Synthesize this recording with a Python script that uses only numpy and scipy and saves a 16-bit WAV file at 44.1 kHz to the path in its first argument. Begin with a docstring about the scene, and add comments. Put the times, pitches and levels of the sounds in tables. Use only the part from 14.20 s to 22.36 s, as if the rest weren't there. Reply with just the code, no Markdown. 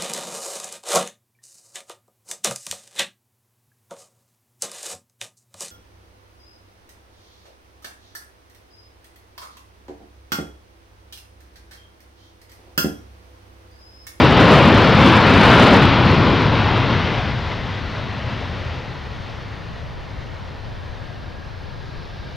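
"""The roar of reversed jets overloads the microphone as a wide-body airliner rolls past on the runway.
The engines then throttle back and it recedes, leaving a low rumble, the whine of the slowing fans,
the din of the airfield and a light breeze. Jets, din and breeze are noise filtered by spectra that
may vary in time; fan tones are sinusoids smeared by random modulation; overload is peak clipping."""
import sys
import numpy as np
from scipy import signal
from scipy.fft import rfft, irfft, next_fast_len
from scipy.io import wavfile

SR = 44100
rng = np.random.default_rng(int(sys.argv[2]) if len(sys.argv) > 2 else 0)


def wrap_up_sound(samples):
    """Save the sound to the file named by the first command line argument, as 16-bit audio."""
    columns = np.atleast_2d(samples).T
    # keep every value between -1 and 1, then stretch to whole-number steps
    tamed = np.clip(columns, -1, 1)
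    steps = np.round(tamed * 32767).astype(np.int16)
    wavfile.write(sys.argv[1], SR, steps)


N = 359847
FRAME, HOP = 4096, 1024  # samples
BIN_HZ = np.fft.rfftfreq(FRAME, 1 / SR)
FRAME_S = np.arange(N // HOP + 5) * HOP / SR
TIME = np.arange(N) / SR

# Strength of the jets, driving roar and rumble. Each row: time in seconds, relative level in dB.
THRUST = [(0, -13.0), (0.1, -14.0), (0.3, -12.5), (0.55, -13.5), (1.05, -12.5), (1.2, -12.0), (1.54, -12.0),
          (1.7, -16.0), (2.15, -18.5), (2.88, -23.0), (3.2, -28.5), (4.5, -32.5), (4.75, -36), (5.5, -38.5),
          (6.0, -40.5), (6.85, -41.5), (7.3, -43.5), (8.16, -42.0)]
# Strength at which the engines are half run down, and the scale of the transition.
HALF_RUN_DB, RUN_SPAN_DB = -29.5, 6
# The same for the throaty body of the roar, which collapses earlier.
BODY_HALF_DB, BODY_SPAN_DB = -19, 0.9
# Jet spectra at full reverse and run down. 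Each row: frequency in Hz, relative density in dB per Hz.
ROAR_FULL = [(20, -61), (150, 6.5), (235, 5.5), (330, 0.5), (560, -2.5), (730, -4.5), (980, -2), (1170, -5),
             (1400, -4), (1620, -8), (3000, -11), (4000, -16.5), (5200, -26), (10500, -72)]
ROAR_IDLE = [(20, -54), (150, -13.5), (330, -3.5), (560, 1), (730, -2.5), (980, -3), (1200, -6),
             (1600, -5.5), (2600, -8.5), (3700, -9.5), (4700, -14), (6300, -22.5), (7600, -36),
             (16000, -54)]
# Brief random swells of the jet noise, each within a narrow band of frequencies.
# Each row: centre in seconds, half length (to 1/e) in seconds, centre in Hz, peak gain in dB.
SWELLS = [(0.36, .18, 560, 4), (1.35, .22, 85, 3), (1.35, 0.2, 1240, 2), (4.196, 0.14, 250, 6)]
SWELL_OCTAVES = 0.33  # half width (to 1/e) of the band
# Part of a far source that differs between the microphones.
# Each row: frequency in Hz, level in dB relative to the common part.
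SPREAD = [(30, -22), (100, -18.5), (400, -21), (1500, -32), (4000, -47), (8000, -11)]
# Rumble spectrum before its pitch factor. Each row: nominal frequency in Hz, relative density in dB per Hz.
RUMBLE_SHAPE = [(15, -27), (35, -18.5), (52, -8.5), (70, -1.5), (100, 2.5), (128, 2), (168, -7), (215, -9),
                (310, -19), (600, -60.5), (3000, -120)]
# The rumble trails the thrust, has a ceiling, and loses only a share of each dB that the thrust loses.
RUMBLE_LAG_S, RUMBLE_FULL_DB, RUMBLE_SHARE = 0.04, -17, 0.81
# Factor on the rumble's frequencies before run-down, and the share of it lost when fully run down.
RUMBLE_PITCH, RUMBLE_SAG = 1.028, 0.17
# Voices of the slowing engines: duct howl, fan whine and broad turbine hiss.
# Each row: turning time in seconds, pitch then in Hz, sag in Hz per s, smear in Hz,
# level at the turn in dB, swell before it in dB per s, fade after it in dB per s (negative: a rise).
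FAN_TONES = [(3.3, 1985, 50, 170, -43, 0, 3.5), (6.6, 1645, 20, 36, -55.5, 16, -1),
             (7.9, 4096, 60, 1400, -51.5, 7, 1)]
# Spectrum of the airfield's din. Each row: frequency in Hz, relative density in dB per Hz.
DIN = [(15, -25), (35, -2), (55, -1), (92, -10.5), (130, -4.5), (200, -15), (320, -15.5), (550, -16.5),
       (1000, -20.5), (1500, -24.5), (2500, -33), (4000, -47), (7000, -54), (16000, -76)]
# Side to which the din leans. Each row: frequency in Hz, left over right in dB.
DIN_SIDE = [(60, 7.5), (170, 5), (400, 0.5), (900, -6), (2500, -1.5)]
# Spectrum of the breeze's buffeting. Each row: frequency in Hz, relative density in dB per Hz.
BREEZE_SHAPE = [(8, -12), (22, -3.5), (38, -5), (60, -9), (130, -12), (400, -55), (3000, -120)]
# Puffs of breeze. Each row: centre in seconds, half length (to 1/e) in seconds, left in dB, right in dB.
GUSTS = [(5.6, .35, -40, -42), (6.6, 0.35, -42, -37), (7.5, 0.46, -34, -48)]
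CALM_DB = -48  # breeze between the puffs
EDGE_HZ = 15800  # upper band limit


def roar(full_db=0.55, idle_db=-1.95, patchy_db=0.83, flutter_db=0.62):
    """Jet mixing noise: turbulence makes broadband sound, thinner as the engines run down, that flutters."""
    idle = rundown()
    spent = sunk(BODY_HALF_DB, BODY_SPAN_DB)
    # Mid-sized eddies make the body, fine ones the hiss; rows are (Hz, weight on the dB that follow).
    body_weight = colour([(150, 0.0), (330, 0.76), (600, 0.96), (900, 0.37)])
    body = body_weight * (1.56 - 5.0 * spent + 2.0 * idle)
    hiss_weight = colour([(1500, 0.015), (3800, 0.77)])
    hiss = hiss_weight * (-0.47 + 0.74 * spent - 1.3 * idle)
    shape = (1 - idle) * colour(ROAR_FULL) + idle * colour(ROAR_IDLE) + body
    level = thrust() + (1 - idle) * full_db + idle * idle_db
    turbulent_air = patchy_db * patches(seconds=0.17, width_hz=310)
    size = unit_band(shape, 280, 2500) * gain_of(level + hiss + swells() + turbulent_air)
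    return at_microphones(size) * gain_of(flutter_db * wander(rate_hz=12))


def rumble(rumble_db=-16.5):
    """Large-eddy noise: the deep part of the exhaust outlasts the roar and sinks in pitch."""
    below_ceiling = np.minimum(thrust(RUMBLE_LAG_S) - RUMBLE_FULL_DB, 0)
    level = rumble_db + RUMBLE_SHARE * below_ceiling
    pitch_factor = RUMBLE_PITCH * (1 - RUMBLE_SAG * rundown())
    size = unit_band(colour(RUMBLE_SHAPE, pitch_factor), 50, 220)
    return at_microphones(size * gain_of(level + swells()))


def engine_voice(turn_s, pitch_hz, sag_hz_per_s, smear_hz, level_db, swell_db_per_s, fade_db_per_s):
    """Turbulent modulation smears a sinking tone into a band; the wider the smear, the more it hisses."""
    t = TIME - turn_s
    hz = pitch_hz - sag_hz_per_s * t
    level = level_db + np.minimum(swell_db_per_s * t, -fade_db_per_s * t)
    smear = wander(smear_hz) + 1j * wander(smear_hz)
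    carrier = np.exp(2j * np.pi * np.cumsum(hz) / SR)
    return gain_of(level) * (smear * carrier).real


def airfield(din_db=-37.0):
    """Diffuse field: engine noise from all round reaches the two microphones uncorrelated."""
    drift_db = patches(seconds=0.2, width_hz=300)
    size = gain_of(din_db + drift_db) * unit_band(colour(DIN), 0, SR / 2)
    lean = gain_of(colour(DIN_SIDE) / 2)  # half the difference on each side
    return np.array([noise(size * lean), noise(size / lean)])


def breeze(lumpy_db=4.5):
    """Wind buffeting: local pressure fluctuations, unrelated at the two microphones, rise in puffs."""
    size = unit_band(colour(BREEZE_SHAPE), 0, SR / 2)
    puffs = 0
    for s, half_s, left_db, right_db in GUSTS:
        puffs = puffs + gain_of([[left_db], [right_db]]) * np.exp(-((TIME - s) / half_s) ** 2)
    envelopes = np.hypot(puffs, gain_of(CALM_DB))
    return np.array([noise(size) * side * gain_of(lumpy_db * wander(rate_hz=5)) for side in envelopes])


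def thrust(lag_s=0):
    """Source strength: the level of the jets in dB on every frame, as it was lag_s earlier."""
    s, db = np.transpose(THRUST)
    return np.interp(FRAME_S - lag_s, s, db)[:, None]


def rundown():
    """Engine state: near 0 at full reverse, approaching 1 at idle."""
    return sunk(HALF_RUN_DB, RUN_SPAN_DB)


def sunk(half_db, span_db):
    """Logistic transition: from 0 towards 1 as the strength of the jets sinks past half_db."""
    return 1 / (1 + np.exp((thrust() - half_db) / span_db))


def swells():
    """Local swells: dB added over frames and bins, Gaussian in time and in log frequency."""
    octaves = np.log2(BIN_HZ + 1)
    total_db = 0
    for s, half_s, hz, db in SWELLS:
        in_time = ((FRAME_S[:, None] - s) / half_s) ** 2
        in_pitch = ((octaves - np.log2(hz)) / SWELL_OCTAVES) ** 2
        total_db = total_db + db * np.exp(-in_time - in_pitch)
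    return total_db


def at_microphones(size):
    """Coherence of a far source: almost the same noise reaches both microphones."""
    common = noise(size)
    differing = noise(size * gain_of(colour(SPREAD)))
    return np.array([common + differing, common - differing])


def noise(size):
    """Spectral shaping: white noise filtered by magnitudes over bins, or over frames and bins."""
    white = rng.standard_normal((len(FRAME_S) - 1) * HOP)
    z = signal.stft(white, nperseg=FRAME, noverlap=FRAME - HOP)[2]
    return signal.istft((z.T * size).T, nperseg=FRAME, noverlap=FRAME - HOP)[1][:N]


def colour(points, factor=1):
    """Spectral interpolation: a table on the bins along a log axis; factor slides it up or down."""
    hz, value = np.transpose(points)
    return np.interp(np.log(BIN_HZ / factor + 1), np.log(hz), value)


def unit_band(db, lo_hz, hi_hz):
    """Band normalisation: magnitudes that give noise an rms of one inside a band."""
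    size = gain_of(db)
    inside = (BIN_HZ > lo_hz) & (BIN_HZ < hi_hz)
    return size / np.sqrt(np.mean(size ** 2 * inside, axis=-1, keepdims=True))


def patches(seconds, width_hz):
    """Correlated fluctuation: a random field smoothed over frames and bins, with an rms of one."""
    field = rng.standard_normal((len(FRAME_S), len(BIN_HZ)))
    rate = np.fft.fftfreq(len(FRAME_S), HOP / SR)[:, None] * seconds
    ripple = np.fft.rfftfreq(len(BIN_HZ), SR / FRAME) * width_hz
    smoothing = np.exp(-2 * (rate ** 2 + ripple ** 2))
    return evened(np.fft.irfft2(np.fft.rfft2(field) * smoothing, field.shape))


def wander(rate_hz):
    """Slow modulation: Gaussian-lowpassed noise (1/e at rate_hz) with an rms of one."""
    size = next_fast_len(N)
    hz = np.fft.rfftfreq(size, 1 / SR)
    spectrum = rfft(rng.standard_normal(size)) * np.exp(-(hz / rate_hz) ** 2)
    return evened(irfft(spectrum, size)[:N])


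def evened(x):
    """Normalisation: scales to an rms of one."""
    return x / np.sqrt(np.mean(x ** 2) + 1e-20)


def gain_of(db):
    """Logarithmic level: decibels to amplitude."""
    return 10 ** (np.asarray(db) / 20)


def scene(left_db=0.7, right_db=-1.92):
    """Superposition: the airliner, a little to the left, over the din of the airfield and the breeze."""
    airliner = roar() + rumble() + sum(engine_voice(*row) for row in FAN_TONES)
    return airliner * gain_of([[left_db], [right_db]]) + airfield() + breeze()


def record(dry, drive_db=0.04, hiss_db=-69):
    """Overload: a faintly hissing input stage clips the loudest peaks, which crackle; a lowpass follows."""
    ceiling = 0.69  # amplitude
    x = dry * gain_of(drive_db) + gain_of(hiss_db) * rng.standard_normal(dry.shape)
    clipped = np.clip(x, -ceiling, ceiling)
    lowpass = signal.firwin(511, EDGE_HZ, window=("kaiser", 9), fs=SR)
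    return signal.oaconvolve(clipped, lowpass[None], "same")


dry = scene()
out = record(dry)
wrap_up_sound(out)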